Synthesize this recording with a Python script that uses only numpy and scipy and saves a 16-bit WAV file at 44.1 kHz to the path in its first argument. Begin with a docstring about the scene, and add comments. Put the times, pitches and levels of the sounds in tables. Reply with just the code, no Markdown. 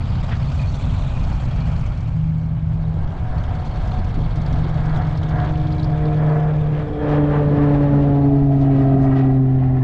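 """A light plane's seven-cylinder radial engine taxis past: its firings rumble and spit in the exhaust,
its jet and blades rasp, its valves clatter. Behind it a second propeller plane flies in low and passes:
the blade pulses swell into a drone that sinks with the Doppler shift, amid engine whine and a surging
roar of torn air. Brief rustles come and go, and a light wind flutters on the microphone."""
import sys
import numpy as np
from scipy import signal
from scipy.fft import rfft, irfft, next_fast_len
from scipy.io import wavfile
from scipy.ndimage import uniform_filter1d

SR = 44100
rng = np.random.default_rng(int(sys.argv[2]) if len(sys.argv) > 2 else 0)


def generate_wav(sig):
    """Save sig (samples, or channels by samples) to the path in sys.argv[1] as 16-bit PCM at SR."""
    pcm = np.round(np.clip(np.atleast_2d(sig).T, -1, 1) * 32767).astype(np.int16)
    wavfile.write(sys.argv[1], SR, pcm)


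N = 433503
T = np.arange(N) / SR

# The throttle is nudged, then the engine settles. Each row: time in seconds, firings per second.
FIRING_RATE = [(0, 60), (.73, 72.7), (1.7, 63.2), (3.03, 67.4), (3.86, 64.5), (5.9, 66), (9.8, 66)]
# A band of rasp and clatter lifts and hollows as the plane turns.
# Each row: time in seconds, centre in Hz, gain in dB.
TURNING_COLOUR = [(.4, 4700, 6), (1.0, 4000, 6), (1.5, 3570, -6.5), (3.0, 3540, -3.5), (5.399, 3830, 2.5),
                  (6.6, 4195, -6), (7.5, 4240, 3.5)]

def taxiing_plane():
    """The radial engine: seven firings and two propeller turns make one cycle."""
    firing_hz, = in_time(FIRING_RATE)
    firings = np.cumsum(firing_hz * (1 + .003 * drift(2.5))) / SR
    cycles = firings / 7
    valves = valve_clatter(firings)
    jet = rasp(firings, firing_hz, shaft=2 * cycles)
    bright_layer = moving_eq(jet + valves, TURNING_COLOUR, width_hz=590)
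    return exhaust(cycles) + bright_layer + squeaks() + exhaust_spits() + dry_ticks()


# The exhaust's fader. Each row: time in seconds, level in dB.
EXHAUST_LEVEL = [(0, -20.5), (.75, -20.5), (1.5, -22.5), (2.3, -23.5), (2.75, -23.5), (3.05, -26.5),
                 (4.2, -25), (5.9, -24), (6.35, -28.5), (7.5, -28), (8.1, -27.5), (8.6, -31), (8.9, -24),
                 (9.35, -33), (9.8, -26)]
# Its note. Each row: multiple of the engine cycle rate, relative level in dB.
EXHAUST_ORDERS = [(4, -11.5), (5, -14), (7, -7), (8, -12.5), (9, -0.5), (10, -6.5), (11, -14), (12, -0.5),
                  (13, -12), (14, -1.2), (16, -8), (24, -20.5), (26, -19.5), (28, -27)]
# Its rumble. Each row: frequency in Hz, relative density in dB.
RUMBLE_SPECTRUM = [(25, -13), (45, 3.5), (85, -2), (130, -1), (165, -4.5), (195, -14.5), (245, -14),
                   (330, -27.5), (500, -38.5)]

def exhaust(cycles):
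    """Unequal cylinders give multiples of the cycle rate, hollowed by the pipe, over an unsteady rumble."""
    note = rms_one(sum(from_db(db) * tone(order * cycles + rng.random(), scatter=.4, rate=.33)
                       for order, db in EXHAUST_ORDERS))
    pipe_notch = signal.iirnotch(180, Q=6, fs=SR)
    note = signal.lfilter(*pipe_notch, note)
    note *= np.interp(T, [1.0, 1.6], [.65, 1])   # weaker while the throttle moves
    return fader(EXHAUST_LEVEL) * (note + from_db(-1) * coloured(RUMBLE_SPECTRUM))


# The fader shared by rasp, clatter and spits. Each row: time in seconds, level in dB.
RASP_LEVEL = [(0, -52), (.7, -52.5), (1.7, -52), (2.4, -62.5), (2.8, -61), (3.4, -56), (3.9, -53),
              (4.15, -55), (4.55, -53), (5.85, -56), (6.3, -57)]

def rasp_db():
    """The rasp follows its fader, then dies by 4 dB a second as the plane rolls away."""
    return in_time(RASP_LEVEL)[0] - 4 * np.maximum(T - RASP_LEVEL[-1][0], 0)


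# How hard the rasp is chopped. Each row: time in seconds, depth from 0 to 1.
CHOP_DEPTH = [(0, 0.46), (.8, 0.36), (1.5, 0.3), (2.3, 0.19), (4, 0.32), (5.7, 0.49)]
# Its colour as the plane rolls by. Each row: frequency in Hz, early and late relative density in dB.
RASP_SPECTRUM = [(200, -19, -5.5), (410, -1, 3.5), (666, 5.5, 6), (1320, -1.5, -2), (1820, -9.5, -17),
                 (2330, -11, -13), (2780, -10, -11.5), (3527, -12, -11), (4760, -22, -19),
                 (5440, -22.5, -25.5), (7060, -24.5, -28.5), (9600, -42, -40), (11000, -71, -62),
                 (13000, -72, -72.5)]
# A ringing peak slides through it as the plane turns. Each row: time in seconds, centre in Hz, boost in dB.
RASP_PEAK = [(.1, 2400, 5.5), (.6, 2440, 3), (1.0, 2480, 5.5), (1.9, 2290, 7), (3.5, 2120, 10),
             (5, 2190, 10), (6.299, 2320, 11)]

def rasp(firings, firing_hz, shaft):
    """Firings and blade passes chop the exhaust jet's bright noise; each firing has its own colour."""
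    depth, = in_time(CHOP_DEPTH)
    chop = (puffs(firings, sharpness=2.4, uneven_db=7)
            + .78 * puffs(shaft, sharpness=2.8, uneven_db=0)
            + 2.8 * puffs(2 * shaft, sharpness=.77, uneven_db=-4))
    flutter = rms_one(1 - depth + depth * rms_one(chop))
    rev_lift = from_db(.69 * (firing_hz - 67.3))   # the top brightens with the revs
    turned = np.clip((T - 2) / .89, 0, 1)
    points_hz, *colours_db = np.transpose(RASP_SPECTRUM)
    edges_hz = np.geomspace(200, 13000, 25)
    jet, treble_power = 0, 0
    for low, high in zip(edges_hz, edges_hz[1:]):
        early, late = (from_db(np.interp(np.log(low * high) / 2, np.log(points_hz), db))
                       for db in colours_db)
        gain = np.sqrt(high - low) * (early * (1 - turned) + late * turned)
        uneven_db = np.interp(low, [800, 3000], [1.2, 3])
        per_firing = rms_one(from_db(uneven_db * rng.standard_normal(700)))
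        flicker = np.interp(firings, np.arange(700), per_firing)
        jet += gain * flicker * (rev_lift if low > 4700 else 1) * band(low, high, 0, order=20)
        treble_power += gain ** 2 * (low > 2800)
    jet *= from_db(rasp_db() - .5) * flutter / np.sqrt(treble_power)   # the fader rides the treble
    return moving_eq(jet, RASP_PEAK, width_hz=150)


# The ring of the valve gear. Each row: pitch in Hz, relative level in dB.
VALVE_MODES = [(2220, 6), (2480, -2.5), (3050, -3.5), (3290, 4), (3570, 1.5), (3850, -3.5), (4400, 0),
               (5000, -6), (5350, -8), (6000, -8), (6500, -11), (7100, -9.5)]

def valve_clatter(firings):
    """Valves tap with the firings; each tap stirs every mode with a strength of its own."""
    tap = firings.astype(int)
    contact = np.exp(-6 * ((firings - .4) % 1))
    force_db = 3 * chance(700)
    metal = 0
    for hz, db in VALVE_MODES:
        strength = from_db(force_db + 4 * chance(700))
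        taps = contact * strength[tap] * rng.standard_normal(N)
        metal += from_db(db) * rms_one(ring(taps, hz, t60_s=.018))
    return from_db(rasp_db() - 5) * rms_one(metal)


# Two runs of spitting. Each row: start, end and gap between spits, all in seconds.
SPIT_RUNS = [(1.185, 2.09, .052), (3.379, 5.7, .0546)]

def exhaust_spits():
    """About one uneven spit per propeller turn; each rattles the cowling at two pitches."""
    starts = np.concatenate([np.arange(*run) for run in SPIT_RUNS])
    jitter, spit_force, *rattle_forces = np.clip(rng.standard_normal((len(starts), 4)), -2, 1.5).T
    starts += .007 * jitter
    base_db = np.interp(starts, T, rasp_db())
    spits = [(s, db, 5400) for s, db in zip(starts, base_db - .5 + 4 * spit_force)]
    out = bursts(spits, spread=1.25, rise_s=.0015, decay_s=.008)
    for hz, force in zip((3300, 4350), rattle_forces):
        rattles = [(s, db, hz) for s, db in zip(starts, base_db + .5 + 4 * force)]
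        out += bursts(rattles, spread=1.045, rise_s=.002, decay_s=.014)
    return out


# Metallic squeaks. Each row: start in seconds, gain in dB, pitch in Hz.
SQUEAKS = [(.468, -39, 4340), (.485, -42, 2490), (.59, -34, 2450), (.632, -33, 2440), (.683, -41, 4370),
           (.77, -42, 3430), (.815, -39, 3500)]

def squeaks():
    """Metal rings in short, narrow bursts as the throttle is nudged."""
    return bursts(SQUEAKS, spread=1.02, rise_s=.005, decay_s=.012)


# Accents in the clatter. Each row: start in seconds, gain in dB, pitch in Hz.
TICKS = [(1.245, -47, 5220), (1.795, -55, 6500), (3.381, -48, 4250), (3.438, -40, 3007), (3.595, -54, 4800),
         (3.917, -37, 3530), (4.462, -41.5, 4320), (4.525, -45, 5300), (4.96, -39, 3380),
         (5.172, -39.5, 4307), (5.23, -41, 3400), (5.4, -39.5, 3450), (5.556, -41, 2886),
         (5.669, -39, 3600), (5.722, -40.5, 4360), (5.781, -42, 4100), (5.795, -36, 3820),
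         (5.829, -40, 4255), (5.843, -41.5, 4650), (6.053, -44.5, 4050)]

def dry_ticks():
    """Sharp ticks, too broad and brief to ring."""
    return bursts(TICKS, spread=1.14, rise_s=.001, decay_s=.007)


# The drone's heard pitch wavers a little on its way to the listener.
# Each row: time in seconds, offset in Hz.
PITCH_WAVER = [(4.8, 0), (5.2, -.5), (5.7, .6), (6.25, 0), (6.48, 1.7), (6.7, 0), (7.0, 0), (7.25, -.6),
               (8.2, -.1), (8.42, .8), (8.7, -.3), (9.2, .1), (9.8, -.5)]
# The flying plane's roar comes in surges. Each row: time in seconds, level in dB, where -40 is neutral.
ROAR_SURGES = [(2.7, -54), (3.0, -47), (3.5, -41.5), (3.68, -47), (3.87, -42), (4.2, -46), (4.55, -41),
               (4.75, -42), (5.0, -36), (5.2, -45.5), (5.39, -36), (5.6, -45), (5.82, -47), (5.93, -41),
               (6.15, -42), (6.34, -35.5), (6.62, -47), (6.78, -42), (6.95, -44), (7.1, -31.7),
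               (7.24, -39.5), (7.36, -32), (7.48, -42), (7.62, -33.8), (7.75, -38), (8.03, -39.5),
               (8.48, -47), (8.8, -38.7), (9.0, -43), (9.19, -35.5), (9.33, -45), (9.55, -46.5),
               (9.8, -39.5)]
BLADE_HZ, SPEED_M_PER_S, SOUND_M_PER_S = 135.6, 53.7, 343
MISS_DISTANCE_M, ABEAM_S = 153, 8.9

def flying_plane():
    """A straight pass: the angle from nose to listener sets the Doppler shift and which beams are heard."""
    bearing = np.arctan2(MISS_DISTANCE_M, SPEED_M_PER_S * (ABEAM_S - T))
    doppler = 1 / (1 - SPEED_M_PER_S / SOUND_M_PER_S * np.cos(bearing))
    heard_hz = BLADE_HZ * doppler + in_time(PITCH_WAVER)[0]
    blades, angle = np.cumsum(heard_hz) / SR, np.degrees(bearing)
    surge_db = in_time(ROAR_SURGES)[0] + 40
    return (propeller_drone(blades, angle, surge_db) + engine_whine(blades, heard_hz)
            + exhaust_growl(blades) + air_roar(blades, angle, surge_db))


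# Faders for blade harmonics one to four; the first swells and fades against the ground reflection.
# Each row: time in seconds, level in dB.
FUNDAMENTAL_LEVEL = [(1.2, -41), (1.42, -33.5), (1.69, -21.5), (1.96, -42), (2.18, -18), (2.62, -26),
                     (2.89, -20), (3.05, -32), (4.19, -35.5), (4.41, -25.5), (4.85, -22), (5.83, -22.5),
                     (6.26, -15), (6.75, -19.5), (6.97, -32), (7.13, -18), (9.47, -13.5), (9.8, -16)]
OCTAVE_LEVEL = [(0, -71), (4.3, -48), (5.4, -38.5), (5.7, -29.5), (5.9, -35.5), (6.1, -30), (6.55, -41),
                (6.75, -36), (7.2, -20), (7.48, -24), (7.65, -19.5), (8.05, -20), (8.3, -16.5), (8.55, -21),
                (8.8, -18.5), (9.3, -19), (9.8, -25.5)]
THIRD_LEVEL = [(0, -81), (5.3, -45), (5.8, -46.5), (6.049, -33.5), (6.35, -31), (6.6, -40.5), (6.8, -33),
               (7.1, -29.5), (7.651, -27), (7.98, -33.5), (8.25, -28), (8.579, -38), (8.85, -29),
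               (9.3, -33), (9.8, -38)]
FOURTH_LEVEL = [(0, -83), (5.1, -49.5), (5.75, -47.5), (5.95, -39.5), (6.35, -39), (6.55, -43), (6.78, -49),
                (7.101, -31), (7.7, -29.5), (8.099, -29.5), (8.4, -48), (8.8, -40), (9.199, -46.5),
                (9.8, -50)]
# Higher harmonics are beamed sideways. Each row: multiple of the blade rate, level in dB,
# beam angle from the nose and half width in degrees, share of the surge.
BEAMED_HARMONICS = [(5, -40.5, 72, 17, 0.34), (6, -40, 72, 12, 0.5), (7, -47.5, 73, 12, 0.46),
                    (8, -49, 68, 15, 1), (9, -52, 84, 14, .42)]

def propeller_drone(blades, angle, surge_db):
    """Harmonics in step make one lopsided pulse per blade; turbulence scatters the higher ones more."""
    def harmonic(k, scatter):
        lag_turns = .38 + .28 * (k - 1) ** 2   # skews and smears the pulse
        return tone(k * blades - lag_turns, scatter, rate=14)
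    drone = 0
    for k, level in enumerate((FUNDAMENTAL_LEVEL, OCTAVE_LEVEL, THIRD_LEVEL, FOURTH_LEVEL), 1):
        drone += fader(level) * harmonic(k, scatter=.085 * k)
    for k, *beam in BEAMED_HARMONICS:
        drone += beamed(angle, surge_db, *beam, steepness=5) * harmonic(k, scatter=.55)
    return drone


# Layers of the roar. Each row: low and high edge in Hz, slope in dB per octave, level in dB,
# beam angle and half width in degrees, share of the surge.
ROAR_BANDS = [(170, 500, -7.5, -30.5, 85, 27.8, 0.48), (443, 520, -0.5, -32, 63, 12, 0.38),
              (754, 790, 0, -41, 61, 8, 0.86), (574, 924, -4, -38.7, 34, 27, .8),
              (940, 2036, -7.5, -41, 54, 39, .95), (930, 1130, 0.5, -44.5, 120, 11, .5),
              (1130, 1100, 1, -44, 93, 4.8, 0.64), (2280, 4000, -16, -53.5, 78, 22, 1),
              (4030, 8600, -15.5, -65.5, 81, 19, 0.64)]
# The ground echo turns it hollow. 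Each row: time in seconds, lag in seconds, echo gain.
GROUND_ECHO = [(5.5, .003, .1), (6.3, .003, .25), (7.0, .003, 0), (7.95, .00305, 0), (8.4, .00305, .42),
               (9.2, .00313, .5), (9.55, .0029, .4)]
# A nasal peak climbs during the pass. Each row: time in seconds, centre in Hz, boost in dB.
ROAR_PEAK = [(4, 1610, 4), (6.199, 1700, 4.5), (7.5, 1734, 4.5), (8.401, 1890, 3.5), (9.5, 1915, 11)]

def air_roar(blades, angle, surge_db):
    """Torn air throbs with the blades, wavers in turbulence and is combed by the ground echo."""
    roar = 0
    for low, high, slope, *beam in ROAR_BANDS:
        gain = beamed(angle, surge_db, *beam, steepness=2.2)
        roar += gain * waver(db=.7, rate=16) * band(low, high, slope)
    throb = rms_one(1 + .086 * np.cos(2 * np.pi * blades))
    fade_in = np.clip(T - 1.5, 0, 1)
    roar *= throb * waver(db=1.2, rate=16) * fade_in
    lag_s, strength = in_time(GROUND_ECHO)
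    echo = strength * np.interp(T - lag_s, T, roar)
    return moving_eq((roar + echo) / np.sqrt(1 + strength ** 2), ROAR_PEAK, width_hz=94)


# Faders for waves of whine, a brief turbine whistle and thin compressor hiss.
# Each row: time in seconds, level in dB.
WHINE_LEVEL = [(0, -91.5), (3.05, -56.5), (3.3, -42), (3.44, -45.5), (3.53, -39), (3.68, -44), (3.94, -35),
               (4.15, -54), (4.55, -43), (4.8, -53), (5.0, -39), (5.2, -46), (5.42, -32), (5.72, -41.5),
               (6.42, -34), (6.7, -45.5), (7.7, -52), (8.3, -37.5), (9.8, -53)]
WHISTLE_LEVEL = [(0, -100), (5.7, -69.5), (6.2, -61), (6.5, -70.5), (6.75, -66), (6.92, -59.5), (7.12, -55),
                 (7.3, -60), (8.2, -82.5)]
COMPRESSOR_LEVEL = [(0, -130), (6.8, -102), (7.12, -87), (7.4, -93), (8.6, -93), (9.18, -84), (9.4, -96),
                    (9.8, -97)]
WHINE_MULTIPLE, WHISTLE_MULTIPLE, COMPRESSOR_MULTIPLE = 4.68, 21.83, 69.8   # of the blade rate

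def engine_whine(blades, heard_hz):
    """Engine, turbine and compressor are geared to the propeller, so all glide down with the pass."""
    whine = tone(WHINE_MULTIPLE * blades, scatter=.45, rate=14)
    whistle = rms_one(swept(band(2900, 3700, 0), WHISTLE_MULTIPLE * heard_hz, width_hz=110))
    hiss = rms_one(band(5, 260, 0, order=3) * np.cos(2 * np.pi * COMPRESSOR_MULTIPLE * blades))
    return fader(WHINE_LEVEL) * whine + fader(WHISTLE_LEVEL) * whistle + fader(COMPRESSOR_LEVEL) * hiss


# The growl opens up as the tail turns to the listener. Each row: time in seconds, level in dB.
GROWL_LEVEL = [(0, -86), (7, -64.5), (8, -34), (8.5, -33), (8.9, -29.5), (9.25, -28), (9.45, -36.5),
               (9.65, -32.5), (9.8, -34)]
# Its resonance. Each row: time in seconds, centre in Hz.
GROWL_CENTRE = [(8.3, 736), (9.0, 709), (9.45, 746), (9.8, 758)]

def exhaust_growl(blades):
    """Two rough tones and noise sputter through one resonance of the flying plane's exhaust."""
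    centre_hz, = in_time(GROWL_CENTRE)
    tones = rms_one(sum(tone(k * blades, scatter=.45, rate=12) for k in (WHINE_MULTIPLE, 5)))
    pitched = swept(tones, centre_hz, width_hz=92)
    rough = rms_one(swept(band(600, 830, 0, order=14), centre_hz, width_hz=92))
    sputter = rms_one(waver(db=1.7, rate=35))
    return fader(GROWL_LEVEL) * sputter * rms_one(rough + 1.3 * pitched)


# Rushes of air, rustles and bumps.
# Each row: peak time in seconds, level in dB, centre in Hz, half length in seconds.
RUSTLES = [(0.333, -37, 2240, 0.018), (1.8, -65, 7500, .012), (3.004, -43.5, 500, 0.19),
           (3.556, -42, 724, 0.13), (5.333, -39, 600, 0.02), (3.852, -64, 6000, 0.079),
           (4.197, -31, 300, 0.026), (4.663, -28, 336, 0.013), (4.96, -56, 6000, 0.012),
           (6.564, -62, 5760, 0.0056), (6.367, -34.5, 940, 0.11), (6.778, -46.5, 2660, 0.046),
           (7.122, -50.5, 3650, .045), (8.025, -54, 3570, 0.025), (8.618, -58, 5010, 0.02),
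           (8.784, -63.5, 5160, 0.041), (9.035, -58.5, 5480, 0.029), (9.185, -48, 3340, 0.025),
           (0.164, -30, 190, .02), (7.48, -21, 207, .022), (7.563, -19, 197, 0.023),
           (7.961, -22, 188, 0.043), (8.97, -24, 213, 0.037), (9.62, -57, 2740, 0.091)]

def rustles():
    """Short grainy swells of noise, each about an octave wide."""
    spread = np.sqrt(2)
    grain = rms_one(waver(db=2.5, rate=90))
    return grain * sum(from_db(db) * swell(s, half_s) * band(hz / spread, hz * spread, -12, order=3)
                       for s, db, hz, half_s in RUSTLES)


# The wind bed. Each row: time in seconds, level in dB.
WIND_LEVEL = [(0, -26.5), (2, -24.5), (2.4, -36.5), (3.3, -23), (5.8, -28.5), (6.6, -29.5), (7.7, -32.5),
              (8.5, -29), (9.8, -31.5)]
# Its colour. Each row: frequency in Hz, relative density in dB.
WIND_SPECTRUM = [(12, 1.5), (30, 1.5), (55, -0.5), (90, -5), (140, -12.5), (250, -21.5), (500, -48)]
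# Its buffets. Each row: peak time in seconds, level against the bed in dB.
BUFFETS = [(1.25, 5.5), (3.22, -1.5), (3.99, 6), (4.23, 4.5), (4.64, 10)]

def wind():
    """Gusts make lumpy low noise on the microphone port, with a few buffets."""
    buffet_db = sum(db * swell(s, half_s=.093) for s, db in BUFFETS)
    return fader(WIND_LEVEL) * from_db(buffet_db) * waver(db=4, rate=25) * coloured(WIND_SPECTRUM)


def from_db(db):
    """Decibels to gain."""
    return 10 ** (np.asarray(db) / 20)


def rms_one(x):
    """Scale to unit power."""
    return x / np.sqrt(np.mean(x ** 2) + 1e-20)


def in_time(rows):
    """Each column of a timed curve, at every sample."""
    times, *columns = np.transpose(rows)
    return [np.interp(T, times, column) for column in columns]


def fader(rows):
    """A timed curve in dB as a gain at every sample."""
    return from_db(in_time(rows)[0])


def swell(peak_s, half_s):
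    """A bell-shaped envelope."""
    return np.exp(-.5 * ((T - peak_s) / half_s) ** 2)


def chance(count):
    """Normal draws, held within 2 either way."""
    return np.clip(rng.standard_normal(count), -2, 2)


def drift(rate):
    """A smooth random wander of unit power, slower than about rate Hz."""
    step, run_in = 40, 2000
    pole = np.exp(-2 * np.pi * rate * step / SR)
    white = rng.standard_normal(N // step + run_in + 2)
    slow = signal.lfilter([1], [1, -2 * pole, pole * pole], white)[run_in:]
    return np.interp(np.arange(N) / step, np.arange(len(slow)), rms_one(slow))


def waver(db, rate):
    """A gain that drifts by about db either way."""
    return from_db(db * drift(rate))


def noise(gain_at):
    """Noise of unit power whose gain is a function of frequency."""
    size = next_fast_len(N, real=True)
    hz = np.maximum(np.arange(size // 2 + 1) * SR / size, 1)
    return rms_one(irfft(rfft(rng.standard_normal(size)) * gain_at(hz), size)[:N])


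def coloured(spectrum):
    """Noise with the given spectrum, falling away beyond its ends."""
    points, level_db = np.transpose(spectrum)
    return noise(lambda hz: from_db(np.interp(np.log(hz), np.log(points), level_db))
                 * np.minimum(1, hz / points[0]) * np.minimum(1, points[-1] / hz) ** 2)


def band(low_hz, high_hz, slope_db, order=8):
    """A band of noise, tilted by slope_db per octave."""
    return noise(lambda hz: from_db(slope_db * np.log2(np.maximum(hz, low_hz) / low_hz))
                 / np.sqrt((1 + (low_hz / hz) ** (2 * order)) * (1 + (hz / high_hz) ** (2 * order))))


def tone(turns, scatter, rate):
    """A cosine of unit power; a scattered share of it wanders in level and phase."""
    angle = 2 * np.pi * turns
    wave = (1 + scatter * drift(rate)) * np.cos(angle) + scatter * drift(rate) * np.sin(angle)
    return wave * np.sqrt(2 / (1 + 2 * scatter ** 2))


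def puffs(turns, sharpness, uneven_db):
    """One swell per turn, each with a strength of its own; unit power."""
    strength = from_db(uneven_db * chance(1000))
    return rms_one(strength[turns.astype(int)] * np.abs(np.sin(np.pi * turns)) ** sharpness)


def bursts(rows, spread, rise_s, decay_s):
    """Quick bursts of noise, each in a resonance whose edges lie a factor of spread from its pitch."""
    out, age = np.zeros(N), np.arange(int(.12 * SR)) / SR
    envelope = (1 - np.exp(-age / rise_s)) * np.exp(-age / decay_s)
    for start_s, db, hz in rows:
        resonance = signal.butter(2, [hz / spread, hz * spread], "band", fs=SR, output="sos")
        burst = rms_one(signal.sosfilt(resonance, rng.standard_normal(len(age))))
        at = int(start_s * SR)
        out[at:at + len(age)] += from_db(db) * envelope * burst
    return out


def ring(clicks, hz, t60_s):
    """A click sets a dying sine ringing."""
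    r, w = from_db(-60 / (t60_s * SR)), 2 * np.pi * hz / SR
    return signal.lfilter([0, np.sin(w)], [1, -2 * r * np.cos(w), r * r], clicks + 1e-18)


def swept(x, hz, width_hz, block=128):
    """What passes through a moving resonance, with gain 1 at its peak."""
    out, state, r = np.zeros(N), np.zeros(2), np.exp(-np.pi * width_hz / SR)
    for i in range(0, N, block):
        poles = [1, -(1 + r * r) * np.cos(2 * np.pi * hz[i] / SR), r * r]
        out[i:i + block], state = signal.lfilter([1, 0, -1], poles, x[i:i + block], zi=state)
    return out * (1 - r * r) / 2


def moving_eq(x, path, width_hz):
    """Lift or hollow out a band that moves along a path of time, centre and gain."""
    hz, db = in_time(path)
    return x + (from_db(db) - 1) * swept(x, hz, width_hz)


def beamed(angle, surge_db, db, beam_deg, width_deg, share, steepness):
    """Gain of a beam that is loudest at one angle, 3 dB down width_deg away, and shares the surges."""
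    off_axis = np.abs((angle - beam_deg) / width_deg)
    return from_db(db + share * surge_db) * np.sqrt(.5) ** (off_axis ** steepness)


def scene():
    """Both planes in the open air, with rustles and wind, over a faint hiss."""
    hiss = from_db(-88.5) * band(7000, 10500, -2)
    return (taxiing_plane() + flying_plane() + rustles() + wind() + hiss)[None]


# Bass limiters in series. Each row: upper band edge in Hz, ceiling in dB.
BASS_LIMITERS = [(112, -14), (190, -11.5)]

def record(dry):
    """Quick limiters hold down the deep rumble and loudest bass swells; the top is cut."""
    out, window = dry, int(.012 * SR)
    for edge_hz, ceiling_db in BASS_LIMITERS:
        bass = signal.sosfiltfilt(signal.butter(4, edge_hz, fs=SR, output="sos"), out)
        power = uniform_filter1d(uniform_filter1d(bass ** 2, window), window)
        swing = np.sqrt(2 * np.abs(power))
        gain = (1 + (swing / from_db(ceiling_db)) ** 6) ** (-1 / 6)
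        out = out + (gain - 1) * bass
    return signal.sosfilt(signal.cheby2(12, 70, 13500, fs=SR, output="sos"), out)


dry = scene()
out = record(dry)
generate_wav(out)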